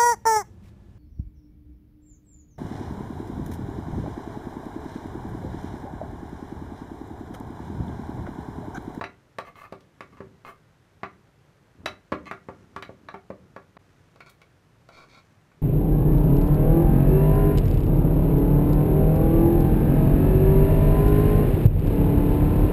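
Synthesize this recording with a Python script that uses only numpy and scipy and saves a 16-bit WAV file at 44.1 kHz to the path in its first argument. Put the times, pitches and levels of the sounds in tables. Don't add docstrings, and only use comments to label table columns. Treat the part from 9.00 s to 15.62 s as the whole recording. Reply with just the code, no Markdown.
import sys
import numpy as np
from scipy import signal
from scipy.fft import rfft, irfft
from scipy.io import wavfile

SR = 44100
rng = np.random.default_rng(int(sys.argv[2]) if len(sys.argv) > 2 else 0)


def wav_record(signal):
    frames = np.transpose(np.atleast_2d(signal))
    bounded = np.clip(frames, -1, 1)
    quanta = np.round(bounded * 32767).astype(np.int16)
    wavfile.write(sys.argv[1], SR, quanta)


N = 291844
TIME = np.arange(N) / SR
CUT_S = 4.777


def amp(db):
    return 10 ** (np.asarray(db) / 20)


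def unit(x):
    return x / np.sqrt(np.mean(x ** 2) + 1e-20)


def read(points, hz):
    f, value = np.transpose(points)
    return np.interp(np.log(hz + 1), np.log(f + 1), value)


def add(mix, start_s, sound):
    part = mix[max(round(start_s * SR), 0):][:len(sound)]
    part += sound[:len(part)]


def coloured(x, spectrum):
    gain = amp(read(spectrum, np.fft.rfftfreq(len(x), 1 / SR)))
    return unit(irfft(rfft(x) * gain, len(x)))


def pulse(gain_at, size=4096):
    hz = abs(np.fft.fftfreq(size, 1 / SR))
    log_gain = np.log(np.maximum(gain_at(hz), 1e-5))
    return np.fft.ifft(np.exp(np.conj(signal.hilbert(log_gain)))).real


def clicks(size, per_s, spread_db):
    chance, sign = rng.random(size), rng.choice([-1, 1], size)
    strength = amp(spread_db * np.minimum(rng.exponential(1, size), 4))
    return unit(sign * (chance < per_s / SR) * strength)


# frequency_hz, gain_db
ROOM_SPECTRUM = [(20, -39), (48, -3), (75, -10.5), (97, 2.5), (125, -1), (160, 0.5), (220, -20),
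                 (400, -10.5), (700, -16), (1800, -21), (3000, -27.5), (6000, -34.5), (14000, -41.5),
                 (16000, -64)]
def room_tone(level_db=-60.5):
    return amp(level_db) * coloured(rng.standard_normal(N), ROOM_SPECTRUM)


# pitch_hz, gain_over_blow_db, t60_s
STANDING_MODES = [(192.3, 4.5, 0.13), (255, -16, 0.28), (317, 10.5, 0.12), (385, 8, 0.091),
                  (536, 3.5, 0.03), (619, 7.5, 0.05), (710, 3.5, 0.065), (885, -2.5, 0.078),
                  (1133, -4, 0.12), (1167, 2.5, 0.03), (1400, 6.5, 0.12), (1686, -5, 0.095),
                  (1757, -0.5, 0.024), (2020, 1, 0.031), (2230, -4, 0.019), (2230, 3, 0.028),
                  (2490, -2.5, 0.16), (2470, -14, 0.27), (3110, -6, 0.046)]
LIFTED_MODES = [(722, 18, 0.028), (1103, 9.5, 0.024), (1397, 18.5, 0.052), (2280, 20, 0.019),
                (3360, -4, 0.029), (4270, 18, 0.013)]
def pot_ring(lifted, scatter_db=3.0, size=10000):
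    t = np.arange(size) / SR
    hz, db, t60 = np.transpose(LIFTED_MODES if lifted else STANDING_MODES)[:, :, None]
    decay = np.log(1000) / t60
    share = amp(db + scatter_db * rng.standard_normal(db.shape))
    ring = (share * 2 * decay / SR * np.exp(-decay * t) * np.cos(2 * np.pi * hz * t)).sum(0)
    ring[0] += 1
    return ring


def wall_shiver(t60_s, share, size=4096):
    tail = rng.standard_normal(size) * amp(-60 * np.arange(size) / SR / t60_s)
    response = share * tail / np.linalg.norm(tail)
    response[0] += 1
    spectrum = rfft(response, 2 * size)
    return irfft(spectrum / np.sqrt(abs(spectrum)))[:size]


# pitch_hz, gain_db, t60_s
SPOON_MODES = [(2595, -4, .04), (3080, -8, .03), (3445, -12, .03), (3820, -6, .025), (3927, -1, .045),
               (4340, -7, .02), (4600, -10, .02), (4900, -12, .03), (5604, -23, .13), (5800, -23, .08),
               (5950, -23, .12), (9500, -19, .02)]
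def spoon_ring(size, attack_s=0.00081):
    t = np.arange(size) / SR
    ring = np.zeros(size)
    for hz, db, t60 in SPOON_MODES:
        envelope = amp(db + rng.standard_normal() - 60 * t / t60)
        ring += envelope * np.sin(2 * np.pi * (hz * t + rng.random()))
    return ring * np.minimum(t / attack_s, 1)


# frequency_hz, gain_db
THUD_SPECTRUM = [(30, -36.5), (80, 3.5), (170, 4.5), (330, 1.5), (540, 4.5), (700, -8.5), (1000, -24.5),
                 (2500, -36), (16000, -82)]
TICK_SPECTRUM = [(200, -42), (1500, 1.5), (3000, 9), (4500, 8), (6500, -0.5), (9500, -5), (12000, -8),
                 (16000, -16)]
def knock(lifted, thud_db, clank_db, clank_hz, spoon_db, tick_db):
    def force_spectrum(hz):
        low_cut = (hz / (hz + clank_hz)) ** 2.266
        return low_cut / np.sqrt(1 + (hz / (1.123 * clank_hz)) ** 7.3)

    ring = pot_ring(lifted)
    thud = signal.fftconvolve(pulse(lambda hz: amp(read(THUD_SPECTRUM, hz))), ring)
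    clank = signal.fftconvolve(pulse(force_spectrum), ring)
    clank = signal.fftconvolve(clank, wall_shiver(t60_s=0.047, share=3.4))
    spoon = spoon_ring(len(ring))
    tick = pulse(lambda hz: amp(read(TICK_SPECTRUM, hz)))
    tick = signal.fftconvolve(tick, wall_shiver(t60_s=0.023, share=2.5))
    sound = np.zeros(2 * len(ring))
    for part, db in (thud, thud_db), (clank, clank_db), (spoon, spoon_db), (tick, tick_db):
        add(sound, 0, part * amp(db) * np.sqrt(0.01 * SR / np.sum(part ** 2)))
    return sound


# start_s, thud_db, clank_db, clank_hz, spoon_db, tick_db
IMPACTS = [(0.0107, -33.5, -28, 920, -49.5, -51), (0.039, -37.5, -31.5, 1480, -44, -57),
           (0.3844, -33, -28.5, 1060, -48, -45.5), (0.7233, -35, -38.5, 910, -60, -55.5),
           (0.806, -70, -67, 1160, -79, -63), (1.0062, -40, -36.5, 1390, -58, -54),
           (1.2042, -33.5, -41.5, 980, -79, -66), (2.0316, -30.5, -27.5, 1110, -55, -60),
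           (2.8581, -36, -24.5, 1320, -30.5, -37), (3.1194, -28.5, -28, 970, -70, -49),
           (3.123, -20.5, -25, 1100, -55, -58), (3.3116, -34, -29, 1060, -53, -50),
           (3.4861, -31.5, -34.5, 780, -75, -63), (3.7619, -33.5, -31, 1110, -63, -51),
           (3.8237, -42.5, -35, 1510, -46.5, -50.5), (3.892, -37.5, -46, 770, -74, -71),
           (4.0855, -50, -36, 1200, -50.5, -68), (4.141, -38.5, -35, 875, -75, -62.5),
           (4.3017, -31, -38, 860, -70, -65), (4.5623, -41.5, -37, 930, -66, -60.5),
           (4.7668, -47, -45.5, 1070, -64, -83), (5.1588, -51.5, -53.5, 1180, -72, -67),
           (5.204, -49.5, -42, 1640, -74, -58), (5.416, -56, -51.5, 1590, -64, -61.5),
           (5.888, -52.5, -46, 950, -61, -60.5), (6.515, -80, -59, 1260, -92, -83)]
def knocks():
    tracks = np.zeros((2, N))
    for start_s, *contact in IMPACTS:
        lifted = start_s >= CUT_S
        add(tracks[int(lifted)], start_s, knock(lifted, *contact))
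    return tracks


# frequency_hz, gain_db
CHURN_SPECTRUM = [(30, -22), (80, 2.5), (140, -1.5), (320, -3), (600, -22), (1500, -26), (5000, -78),
                  (16000, -70)]
FIZZ_SPECTRUM = [(300, -5.5), (1500, 11), (3000, -0.5), (4700, -4), (6200, -1), (8000, -10), (14000, -24),
                 (16000, -43)]
# peak_s, length_s, churn_db, fizz_db
PORRIDGE_PUSHES = [(0.02, 0.21, -49.5, -71), (1.186, 0.45, -54.5, -72), (2.868, 0.28, -48, -87),
                   (3.287, 0.38, -60, -71), (3.6, 0.54, -55.5, -69.5), (3.945, 0.56, -54.5, -75),
                   (4.495, 0.17, -56.5, -86), (4.983, 0.54, -67, -72), (6.146, 0.71, -70, -70)]
def porridge(rest_churn_db=-66, rest_fizz_db=-75):
    churn_gain, fizz_gain = amp(rest_churn_db), amp(rest_fizz_db)
    for peak_s, length_s, churn_db, fizz_db in PORRIDGE_PUSHES:
        swell = np.cos(np.pi * np.clip((TIME - peak_s) / length_s, -.5, .5))
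        churn_gain = np.hypot(churn_gain, amp(churn_db) * swell)
        fizz_gain = np.hypot(fizz_gain, amp(fizz_db) * swell)
    churn = coloured(clicks(N, per_s=170, spread_db=0.5), CHURN_SPECTRUM)
    fizz = coloured(clicks(N, per_s=980, spread_db=-1.5), FIZZ_SPECTRUM)
    return churn * churn_gain + fizz * fizz_gain


# pitch_hz, bandwidth_hz, gain_db
STANDING_RESONANCES = [(713, 37, -7), (840, 80, -7), (1191, 53, 10.5), (1430, 240, -8), (1740, 77, -4.5),
                       (2100, 90, -1.5), (2500, 76, -7), (3030, 190, -20), (4090, 125, -17),
                       (6010, 180, -26.5)]
LIFTED_RESONANCES = [(740, 130, 6), (1135, 100, 8), (1389, 44, 16.5), (2300, 100, 5.5), (3400, 150, -11),
                     (3800, 250, -9), (4350, 180, -3.5), (4940, 240, -17), (5800, 820, -23)]
def wall_rasp(slips, lifted, split_hz=1900):
    t = np.arange(len(slips)) / SR
    bands = np.zeros((2, len(t)))
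    for hz, width, db in LIFTED_RESONANCES if lifted else STANDING_RESONANCES:
        envelope = amp(db) * width * np.exp(-np.pi * width * t)
        bands[int(hz >= split_hz)] += envelope * np.sin(2 * np.pi * hz * t)
    return [unit(signal.fftconvolve(slips, ring)[:len(t)]) for ring in bands]


# frequency_hz, gain_db
GRIT_SPECTRUM = [(300, -30), (2000, -4), (4300, 0), (6000, -1), (9000, -3), (12000, -3), (15000, -4),
                 (16000, -9)]
def scrape(lifted, length_s, rasp_db, jolt_db, growth_db, bite_db, grit_db):
    land_s, jolt_s, release_s = 0.001, 0.0053, 0.0073
    press_db, bite_fall_db = 5, 11
    t = np.arange(0, length_s, 1 / SR)
    along = t / length_s - .5
    contact = np.clip(np.minimum(t / land_s, (length_s - t) / release_s), 0, 1)
    slack_db = press_db * (1 - np.cos(np.pi * along))
    pressure_db = jolt_db * np.exp(-t / jolt_s) + growth_db * along - slack_db
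    slips = clicks(len(t), per_s=870, spread_db=2.5)
    lower, upper = wall_rasp(slips, lifted)
    bite = amp(bite_db - bite_fall_db * along)
    rasp = amp(rasp_db + pressure_db) * (lower + bite * upper)
    grit = coloured(slips + 0.92 * rng.standard_normal(len(t)), GRIT_SPECTRUM)
    return (rasp + amp(grit_db - slack_db) * grit) * contact


# start_s, length_s, rasp_db, jolt_db, growth_db, bite_db, grit_db
STROKES = [(0.448, 0.05, -47.5, -2, 6, -5, -66), (0.555, .11, -45.5, 13.5, 13, -8.5, -63),
           (1.121, 0.033, -58.5, 4, -3, -9.5, -77), (1.168, 0.029, -52.5, 2, -7, -12, -79),
           (1.448, 0.07, -43.5, 11, -2, -11.5, -61), (3.2555, 0.048, -46, 3, -9, -1, -72),
           (5.26, .04, -54.5, 8, -5.5, -4.5, -87), (5.292, 0.015, -64, -1, -2, 5, -55),
           (5.918, 0.13, -52.5, -4, 6.5, -2, -75), (6.086, .12, -59.5, 4, 11, 3.5, -80)]
def scrapes():
    tracks = np.zeros((2, N))
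    for start_s, *stroke in STROKES:
        lifted = start_s >= CUT_S
        add(tracks[int(lifted)], start_s, scrape(lifted, *stroke))
    return tracks


# frequency_hz, t60_s
KITCHEN_DECAY = [(100, 0.59), (300, 0.39), (700, 0.23), (2000, 0.25), (5000, 0.2), (14000, 0.21)]
# arrival_s, gain_over_direct
EARLY_REFLECTIONS = [(.0018, .15), (.0054, .25), (.0096, .14), (.0156, .25), (.0258, .16)]
def kitchen(x, wet_db=-7.0, build_s=0.0054, direct_s=0.00072):
    hz, t, noise = signal.stft(rng.standard_normal(SR // 2), SR, nperseg=256)
    decay = amp(-60 * t / read(KITCHEN_DECAY, hz)[:, None])
    tail = signal.istft(noise * decay, SR)[1]
    tail *= 1 - np.exp(-(np.arange(len(tail)) / SR / build_s) ** 2)
    response = amp(wet_db) * tail / np.linalg.norm(tail)
    for arrival_s, gain in [(direct_s, 1)] + EARLY_REFLECTIONS:
        add(response, arrival_s, np.array([gain]))
    return signal.fftconvolve(x, response / np.linalg.norm(response))[:N]


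def scene(fall_s=0.00078, recover_s=0.016):
    standing, lifted = knocks() + scrapes()
    background = room_tone()
    stirring = kitchen(standing) * (TIME < CUT_S)
    mix = stirring + kitchen(lifted) + porridge() + background
    since_cut = TIME - CUT_S
    dip = np.clip(np.maximum(-since_cut / fall_s, since_cut / recover_s), 0, 1) ** 2
    return (mix * dip)[None]


def record(dry, cutoff_hz=15700):
    low_pass = signal.firwin(401, cutoff_hz, window=("kaiser", 8), fs=SR)
    return signal.oaconvolve(dry, low_pass[None], "same")


dry = scene()
out = record(dry)
wav_record(out)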